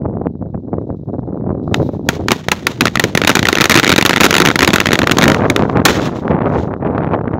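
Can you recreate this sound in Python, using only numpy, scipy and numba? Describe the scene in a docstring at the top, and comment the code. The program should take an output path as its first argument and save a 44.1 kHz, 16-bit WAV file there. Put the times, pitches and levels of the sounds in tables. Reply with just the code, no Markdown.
"""Firecracker string below an earth bank

A string of small firecrackers wrapped round a ball burns off on bare ground, heard through a phone.
The fuse fizzes and pops, single bangs of ragged noise thicken into a crackle, a big bang comes at the end.
Loud bangs overload the phone; ground and slopes scatter each bang back as grainy, fading noise.
Gusty wind, noise under a wandering low-pass, rumbles throughout, with low thumps on the microphone.
"""
import sys
import numpy as np
from scipy import signal
from scipy.fft import rfft, irfft
from scipy.io import wavfile
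from scipy.ndimage import uniform_filter1d
from numba import njit

SR = 44100
rng = np.random.default_rng(int(sys.argv[2]) if len(sys.argv) > 2 else 0)


def materialize(psi):
    """Save the field psi as 16-bit PCM at rate SR to the path in sys.argv[1].

    A 1-D psi becomes a single channel; in a 2-D psi each row is a channel.
    """
    bounded = np.clip(np.atleast_2d(psi).T, -1, 1)
    quanta = np.round(bounded * 32767).astype(np.int16)
    wavfile.write(sys.argv[1], SR, quanta)


N = 326309
TIME = np.arange(N) / SR

# low thumps on the microphone, each a swing with a wake of rumble: wind buffets, and a few low swings
# that follow bangs: [t/s, swing level/dB, wake level/dB]
THUMPS = [(.06, -1, -15), (0.171, -4, -27.5), (0.217, -4.5, -29.5), (0.2696, 3.5, -18.5),
          (0.425, -8.5, -19), (0.544, -19, -17), (.733, -16, -15.5), (.785, -6.5, -17.5),
          (.903, -5.5, -18.5), (1.09, -18, -19), (1.14, -10, -26), (1.193, -8.5, -20), (1.493, -3, -25.5),
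          (1.599, -14, -22), (1.713, -15, -19.5), (1.8, -1, -11), (1.891, -4.5, -29.5), (2.201, -8, -35),
          (2.83, -5, -17), (3.05, -12.5, -16.5), (3.428, -8, -16), (4.45, -18, -11.5), (5.02, -8, -11.5),
          (5.456, 1, -7.5), (5.594, 8, -11), (5.623, 10, -9), (5.698, 6, -23.5), (5.772, 9, -4),
          (6.28, -1, -16.5), (6.334, -5, -18.5), (6.39, -3, -21.5), (6.483, -10, -14.5), (6.559, -4, -11),
          (6.739, -2, -26.5), (6.85, -3, -17.5), (6.875, -15, -13), (6.981, 2, -16.5), (7.046, -1.5, -32),
          (7.14, -7, -10), (7.28, -4, -30.5), (7.335, -6.5, -15.5)]
# the wind freshens once and its eddies get finer: upper edge before and after, middle and time scale
CALM_EDGE_HZ, FRESH_EDGE_HZ, FRESHENS_S, FRESHENING_S = 515, 980, 4.2, 0.38


def undb(db):
    """Turn decibels into an amplitude factor."""
    return 10 ** (np.asarray(db) / 20)


def unit(x):
    """Scale to rms 1."""
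    return x / np.sqrt(np.mean(x ** 2))


def noise(size=N):
    """White noise."""
    return rng.standard_normal(size)


def curve(rows):
    """Join (t/s, value) rows by straight lines."""
    return np.interp(TIME, *np.transpose(rows))


def add(track, s, sound):
    """Mix a sound in at time s."""
    i = max(int(s * SR), 0)
    track[i:i + len(sound)] += sound[:N - i]


def colour(x, points, size=1024):
    """Filter causally (minimum phase) through (f/Hz, level/dB) points."""
    hz, db = np.transpose(points)
    f = np.maximum(np.fft.rfftfreq(size, 1 / SR), 1)
    level_db = np.interp(np.log(f), np.log(hz), db)
    # folding the cepstrum forward in time makes the filter causal
    cepstrum = irfft(np.log(undb(level_db)))
    cepstrum[1:size // 2] *= 2
    cepstrum[size // 2 + 1:] = 0
    response = irfft(np.exp(rfft(cepstrum)))
    return signal.fftconvolve(x, response)[:len(x)]


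def butter(x, hz, kind, order=2):
    """Plain low- or high-pass."""
    b, a = signal.butter(order, min(hz, SR / 2 - 1), kind, fs=SR)
    return signal.lfilter(b, a, x)


@njit
def lowpass(x, hz):
    """Two-pole low-pass whose edge moves every sample."""
    y, band, low = np.empty(len(x)), 0., 0.
    for i in range(len(x)):
        g = np.tan(np.pi * min(hz[i], .4 * SR) / SR)
        v = (band + g * (x[i] - low)) / (1 + g * (g + 1.5))
        y[i] = low + g * v
        band, low = 2 * v - band, 2 * y[i] - low
    return y


def flutter(hz):
    """Smooth chance movement of rms 1, changing about hz times a second."""
    return unit(butter(noise(), hz, "low", order=3))


def eddy_edge(s):
    """Upper edge of the eddies in Hz: it rises smoothly as the wind freshens."""
    freshness = (1 + np.tanh((s - FRESHENS_S) / FRESHENING_S)) / 2
    return CALM_EDGE_HZ + (FRESH_EDGE_HZ - CALM_EDGE_HZ) * freshness


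def rumble_level(waver_db=1.95, waver_hz=7, wake_rise_s=0.02, wake_fall_s=0.041):
    """Rumble level in dB: the wavering breeze, plus a quick swell and slower fall for each thump's wake."""
    # wind pressure on the microphone: [t/s, level/dB]
    breeze = [(0, -20), (.36, -28), (1.02, -27), (1.4, -21), (1.8, -15.5), (1.96, -23), (2.25, -18.5),
              (2.42, -29), (3.3, -26.5), (3.8, -39), (4.3, -22), (5.12, -22.5), (5.23, -10.5), (5.8, -21),
              (6.07, -16), (6.2, -25.5), (6.31, -11), (6.6, -17), (6.77, -19.5), (7.1, -17.5), (7.4, -21.5)]
    power = undb(curve(breeze) + waver_db * flutter(waver_hz)) ** 2
    for s, _, db in THUMPS:
        distance = np.maximum((s - TIME) / wake_rise_s, (TIME - s) / wake_fall_s)
        power = power + undb(db) ** 2 * np.exp(-2 * distance)
    return 10 * np.log10(power)


def wind(wind_db=0.0, flutter_db=6.0, edge_swing=0.3, body_hz=290, low_hz=88, eddy_hz=170,
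         top_ratio=4.1, level_reach=0.04):
    """Eddies tumble over the microphone port: the stronger an eddy or the rumble, the higher it reaches."""
    level_db = rumble_level()
    # tanh holds the strongest eddies within 2.6 either way
    eddies = 2.6 * np.tanh(unit(flutter(eddy_hz) + .5 * flutter(24)) / 2.6)
    pressure = butter(noise(), body_hz, "low", order=1)
    pressure = butter(pressure, low_hz, "high")

    reach = edge_swing * eddies + level_reach * (level_db - level_db.mean())
    edge = eddy_edge(TIME) * np.exp(reach)
    rumble = lowpass(pressure * undb(flutter_db * eddies), edge)
    rumble = lowpass(rumble, edge)
    rumble = lowpass(rumble, top_ratio * edge)

    # level out the slow strength, so that the rumble level alone sets it
    power = uniform_filter1d(rumble ** 2, size=1500)
    power = uniform_filter1d(power, size=1500)
    return rumble / np.sqrt(power) * undb(level_db + wind_db)


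def thumps(thump_db=0, pitch_ratio=0.55, reach_ratio=3.2, size=1800):
    """Each thump swings the microphone by a push and a suction, steeper once the wind has freshened."""
    out = np.zeros(N)
    t = (np.arange(size) - size // 2) / SR
    for s, db, _ in THUMPS:
        hz = pitch_ratio * eddy_edge(s)
        pulse = np.exp(1j * np.pi / 3) / (1 - 2j * np.pi * hz * t) ** 2
        swing = np.real(pulse) * np.hanning(size)
        add(out, s + t[0], undb(db + thump_db) * swing)
    return lowpass(out, reach_ratio * eddy_edge(TIME))


def fuse(sputter_db=6.0, air_hiss_db=-80.5):
    """The burning fuse is sputtering hiss, over the faint steady hiss of the open air."""
    # the fuse flares as it reaches the string; the remains smoulder at the end: [t/s, level/dB]
    fuse_level = [(0, -102), (.9, -77), (1.3, -84), (1.6, -79), (1.755, -43), (1.9, -53.5), (2.2, -80),
                  (5.85, -80), (7.4, -75)]
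    # colour of the hiss: [f/Hz, level/dB]
    hiss_colour = [(1000, -13.5), (2500, -16), (3100, -15), (3900, -1.5), (4500, -11), (5900, -12),
                   (8500, -25), (14000, -22)]
    hiss = unit(colour(noise(), hiss_colour))
    burning = undb(curve(fuse_level) + sputter_db * flutter(21))
    return hiss * (burning + undb(air_hiss_db))


def charges(chain_from_s=3.2, chain_to_s=5.25, chain_chance=.15, chain_lag_s=0.01,
            chain_db=-9.5, chain_spread_db=5, bright_hz=2350, bright_oct_per_db=.016, bright_spread_oct=0.083):
    """All blasts as (t/s, strength/dB, brightness/Hz): stronger ones brighter, some setting off a neighbour."""
    # the distinct bangs, loud and weak, after a first pop of the flaring fuse: [t/s, blast strength/dB]
    bangs = [(1.7431, -4.5), (2.0884, 2.5), (2.2841, -4.5), (2.3074, -6.5), (2.317, 6), (2.4846, -4),
             (2.5165, 5.5), (2.6683, 4.5), (2.8082, 6.5), (2.8189, -11), (2.855, -0.5), (2.8703, -5.5),
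             (2.88, -10.5), (2.9554, -3), (2.9721, -10.5), (2.9962, 5.5), (3.0391, 1.5), (3.1509, -0.5),
             (3.1743, 2.5), (3.2166, -4), (3.237, -9.5), (3.248, -5), (3.273, 1.5), (3.276, 5), (3.2931, 7),
             (3.3, 0), (3.3143, -10.5), (3.353, 7.5), (3.3695, -1.5), (3.3919, -3), (3.4286, -6),
             (3.4537, -3), (3.4697, -7.5), (3.486, 6), (3.5278, -2), (3.5533, -3.5), (3.567, -14.5),
             (3.5728, -8), (3.5843, -6), (3.6024, -7), (3.6089, 3.5), (3.616, 4.5), (3.641, 3),
             (3.6556, 0.5), (3.6964, 8.5), (3.7098, 1), (3.7176, 2), (3.723, -1.5), (3.742, 0), (3.7541, 7),
             (3.7614, -1), (3.7738, 3.5), (3.781, -7), (3.7877, -3), (3.7967, 2.5), (3.8308, -8),
             (3.8365, -3.5), (3.8451, -3), (3.8577, -12.5), (3.866, -7), (3.877, 0), (3.8931, 3.5),
             (3.9013, -3), (3.9174, 0.5), (3.9248, 2.5), (3.9377, -10.5), (3.961, 0), (3.98, 2),
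             (3.985, 3.5), (4.0111, -2), (4.0249, 0), (4.0514, 4.5), (4.0608, 7.5), (4.094, 3.5),
             (4.1083, -2), (4.131, -6.5), (4.1374, -7), (4.161, -.5), (4.171, -5.5), (4.1795, -10),
             (4.2023, -5), (4.2072, 9), (4.215, -3.5), (4.2335, 3), (4.2416, 11), (4.2527, 3),
             (4.2632, 1.5), (4.3078, 3.5), (4.3276, -6), (4.341, 1), (4.3517, -1.5), (4.3654, 1),
             (4.3817, 1.5), (4.401, 4.5), (4.414, -12), (4.4189, 0), (4.452, -0.5), (4.459, 3), (4.4724, 0),
             (4.4863, -0.5), (4.502, -6.5), (4.513, -9), (4.557, 1), (4.5907, -1), (4.6069, -4.5),
             (4.62, -5.5), (4.6277, 6), (4.631, -4), (4.6467, -1), (4.6758, 7), (4.689, -11.5),
             (4.7044, -8), (4.7329, -2.5), (4.7384, 3.5), (4.7591, 4.5), (4.7833, -8), (4.802, 2.5),
             (4.8575, -3.5), (4.8692, -4.5), (4.8878, -11), (4.9076, -13), (4.9181, -8), (4.9309, 5),
             (4.9438, -14.5), (4.9898, -1), (5.0171, -8.5), (5.0316, -10), (5.041, -14.5), (5.0716, -0.5),
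             (5.0954, -6.5), (5.1121, -2), (5.118, 0.5), (5.17, -12), (5.1845, 3.5), (5.2127, -8.5),
             (5.222, -2), (5.23, -2.5), (5.2393, 3), (5.2797, 2.5), (5.2997, -5), (5.3177, -5),
             (5.345, -7.5), (5.4999, -0.5), (5.5623, -3), (5.8525, 18), (5.885, -6.5)]
    blasts = []
    for s, db in bangs:
        luck, z = rng.random(), rng.standard_normal(4)
        blasts.append((s, db, z[0]))
        # while the string burns fastest, a bang may set off a weak neighbour a moment later
        if chain_from_s < s < chain_to_s and luck < chain_chance:
            lag = chain_lag_s * np.exp(0.28 * z[1])
            blasts.append((s + lag, chain_db + chain_spread_db * z[2], z[3]))

    def brightness(db, z):
        return bright_hz * 2 ** (bright_oct_per_db * db + bright_spread_oct * z)

    return [(s, db, brightness(db, z)) for s, db, z in blasts]


def firecrackers(blasts, crack_db=6.5, push_db=-3, burst_s=0.0027, rattle_db=-13, rattle_s=0.005,
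                 push_s=.0018, growth=0.014, steepening=2.0, push_spread_db=3.5):
    """Each blast is a pressure push and suction, a ragged crack, and a rattle off the nearby ground."""
    # colour of the crack, with the resonances of the microphone port: [f/Hz, level/dB]
    crack_colour = [(100, -16), (350, -1.5), (700, -7), (1120, -6), (1380, -1), (1600, -3), (1860, 0),
                    (2600, -3), (3100, -5.5), (3750, -2), (5000, -9), (6900, -2), (7800, -11), (15000, -4)]
    cracks, pushes = np.zeros(N), np.zeros(N)
    t = np.arange(SR // 10) / SR
    for s, db, hz in blasts:
        age = t / np.exp(growth * db)  # stronger blasts last longer
        burst = np.exp(-(age / burst_s) ** 4)
        rattle = undb(rattle_db) * np.exp(-age / rattle_s)
        ragged = butter(noise(len(t)), 2800 * (hz / 2000) ** steepening, "low")
        # give the noise rms 1 under the burst
        ragged *= np.linalg.norm(burst) / np.linalg.norm(ragged * burst)
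        add(cracks, s, undb(db + crack_db) * ragged * (burst + rattle))

        # the microphone swings one way, then back, and settles
        half_swing_s = push_s * rng.uniform(0.745, 1.63)
        swing = -np.sin(np.pi * age / half_swing_s) * np.exp(-age / 0.0031)
        # the push grows far less with strength than the crack does
        level_db = push_db + 0.1 * db + push_spread_db * rng.standard_normal()
        add(pushes, s, undb(level_db) * swing)
    return colour(cracks, crack_colour) + pushes


def terrain(blasts, near_db=-20.5, near_t60=0.089, far_db=-33, far_t60=0.55, treble_t60=.43,
            grain_db=2.5, carry=1.287, treble_db_per_s=-9, split_hz=7500):
    """Rough ground and slopes scatter each blast back as grainy noise, whose treble fades sooner."""
    # echoes from the earth bank and slopes further off: [delay/s, spread/s, level/dB]
    echoes = [(0.046, 0.0063, -39.5), (0.068, 0.025, -48.5), (.205, 0.031, -47.5), (.33, .04, -60),
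              (.73, 0.069, -60)]
    # colour of the sound scattered by the ground close by: [f/Hz, level/dB]
    ground_colour = [(100, 0), (350, 3.5), (560, 0.5), (1000, 7.5), (1800, 1.5), (2800, -6), (3700, -10.5),
                     (4800, -10.5), (6700, -16), (8200, -19.5), (14000, -20.5)]
    # colour of the sound scattered by the terrain further off: [f/Hz, level/dB]
    far_colour = [(100, 1.5), (400, 5.5), (1000, -2), (1900, -3), (2800, -5.5), (3700, -3.5), (4800, -10.5),
                  (6700, -10), (8200, -19), (14000, -26.5)]
    t = np.arange(SR * 3 // 2) / SR
    energy = np.zeros(N)
    for s, db, _ in blasts:
        energy[int(s * SR)] += undb(carry * db) ** 2
    slopes = sum(undb(db) * np.exp(-((t - delay) / spread) ** 2) for delay, spread, db in echoes)

    def fading(db, t60):
        return undb(db - 60 * t / t60)

    def scattered(response, points):
        # returns from many surfaces are unrelated, so their powers add
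        power = np.abs(signal.fftconvolve(energy, response ** 2)[:N])
        return np.sqrt(power) * unit(colour(noise(), points))

    near = scattered(fading(near_db, near_t60), ground_colour)
    body = scattered(np.hypot(fading(far_db, far_t60), slopes), far_colour)
    body = butter(body, split_hz, "low", order=4)
    dulled_slopes = slopes * undb(treble_db_per_s * t)
    treble = scattered(np.hypot(fading(far_db, treble_t60), dulled_slopes), far_colour)
    treble = butter(treble, split_hz, "high", order=4)
    grain = undb(grain_db * (flutter(190) + flutter(32)))
    return grain * (near + body + treble)


def scene(port_limit=0.89):
    """Bangs and their echoes over the fuse, the wind and the thumps; the narrow port rounds off the last two."""
    low_end = port_limit * np.tanh((wind() + thumps()) / port_limit)
    air = low_end + fuse()
    blasts = charges()
    return (air + terrain(blasts) + firecrackers(blasts))[None]


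def record(dry, ceiling=0.98):
    """The phone clips loud peaks with a short knee, thins the deep bass, dips near 9 kHz and cuts the top."""
    # the phone's tone after its overload: [f/Hz, level/dB]
    phone_colour = [(25, -11.5), (50, -9.5), (80, 2.84), (7000, -3.5), (9000, -8.5), (12000, -3),
                    (15000, -2)]
    clipped = dry[0] / (1 + (dry[0] / ceiling) ** 16) ** (1 / 16)
    toned = colour(clipped, phone_colour, size=4096)
    top_cut = signal.ellip(8, .1, 60, 15700, fs=SR, output="sos")  # edge in Hz
    return signal.sosfiltfilt(top_cut, toned)[None]


dry = scene()
out = record(dry)
materialize(out)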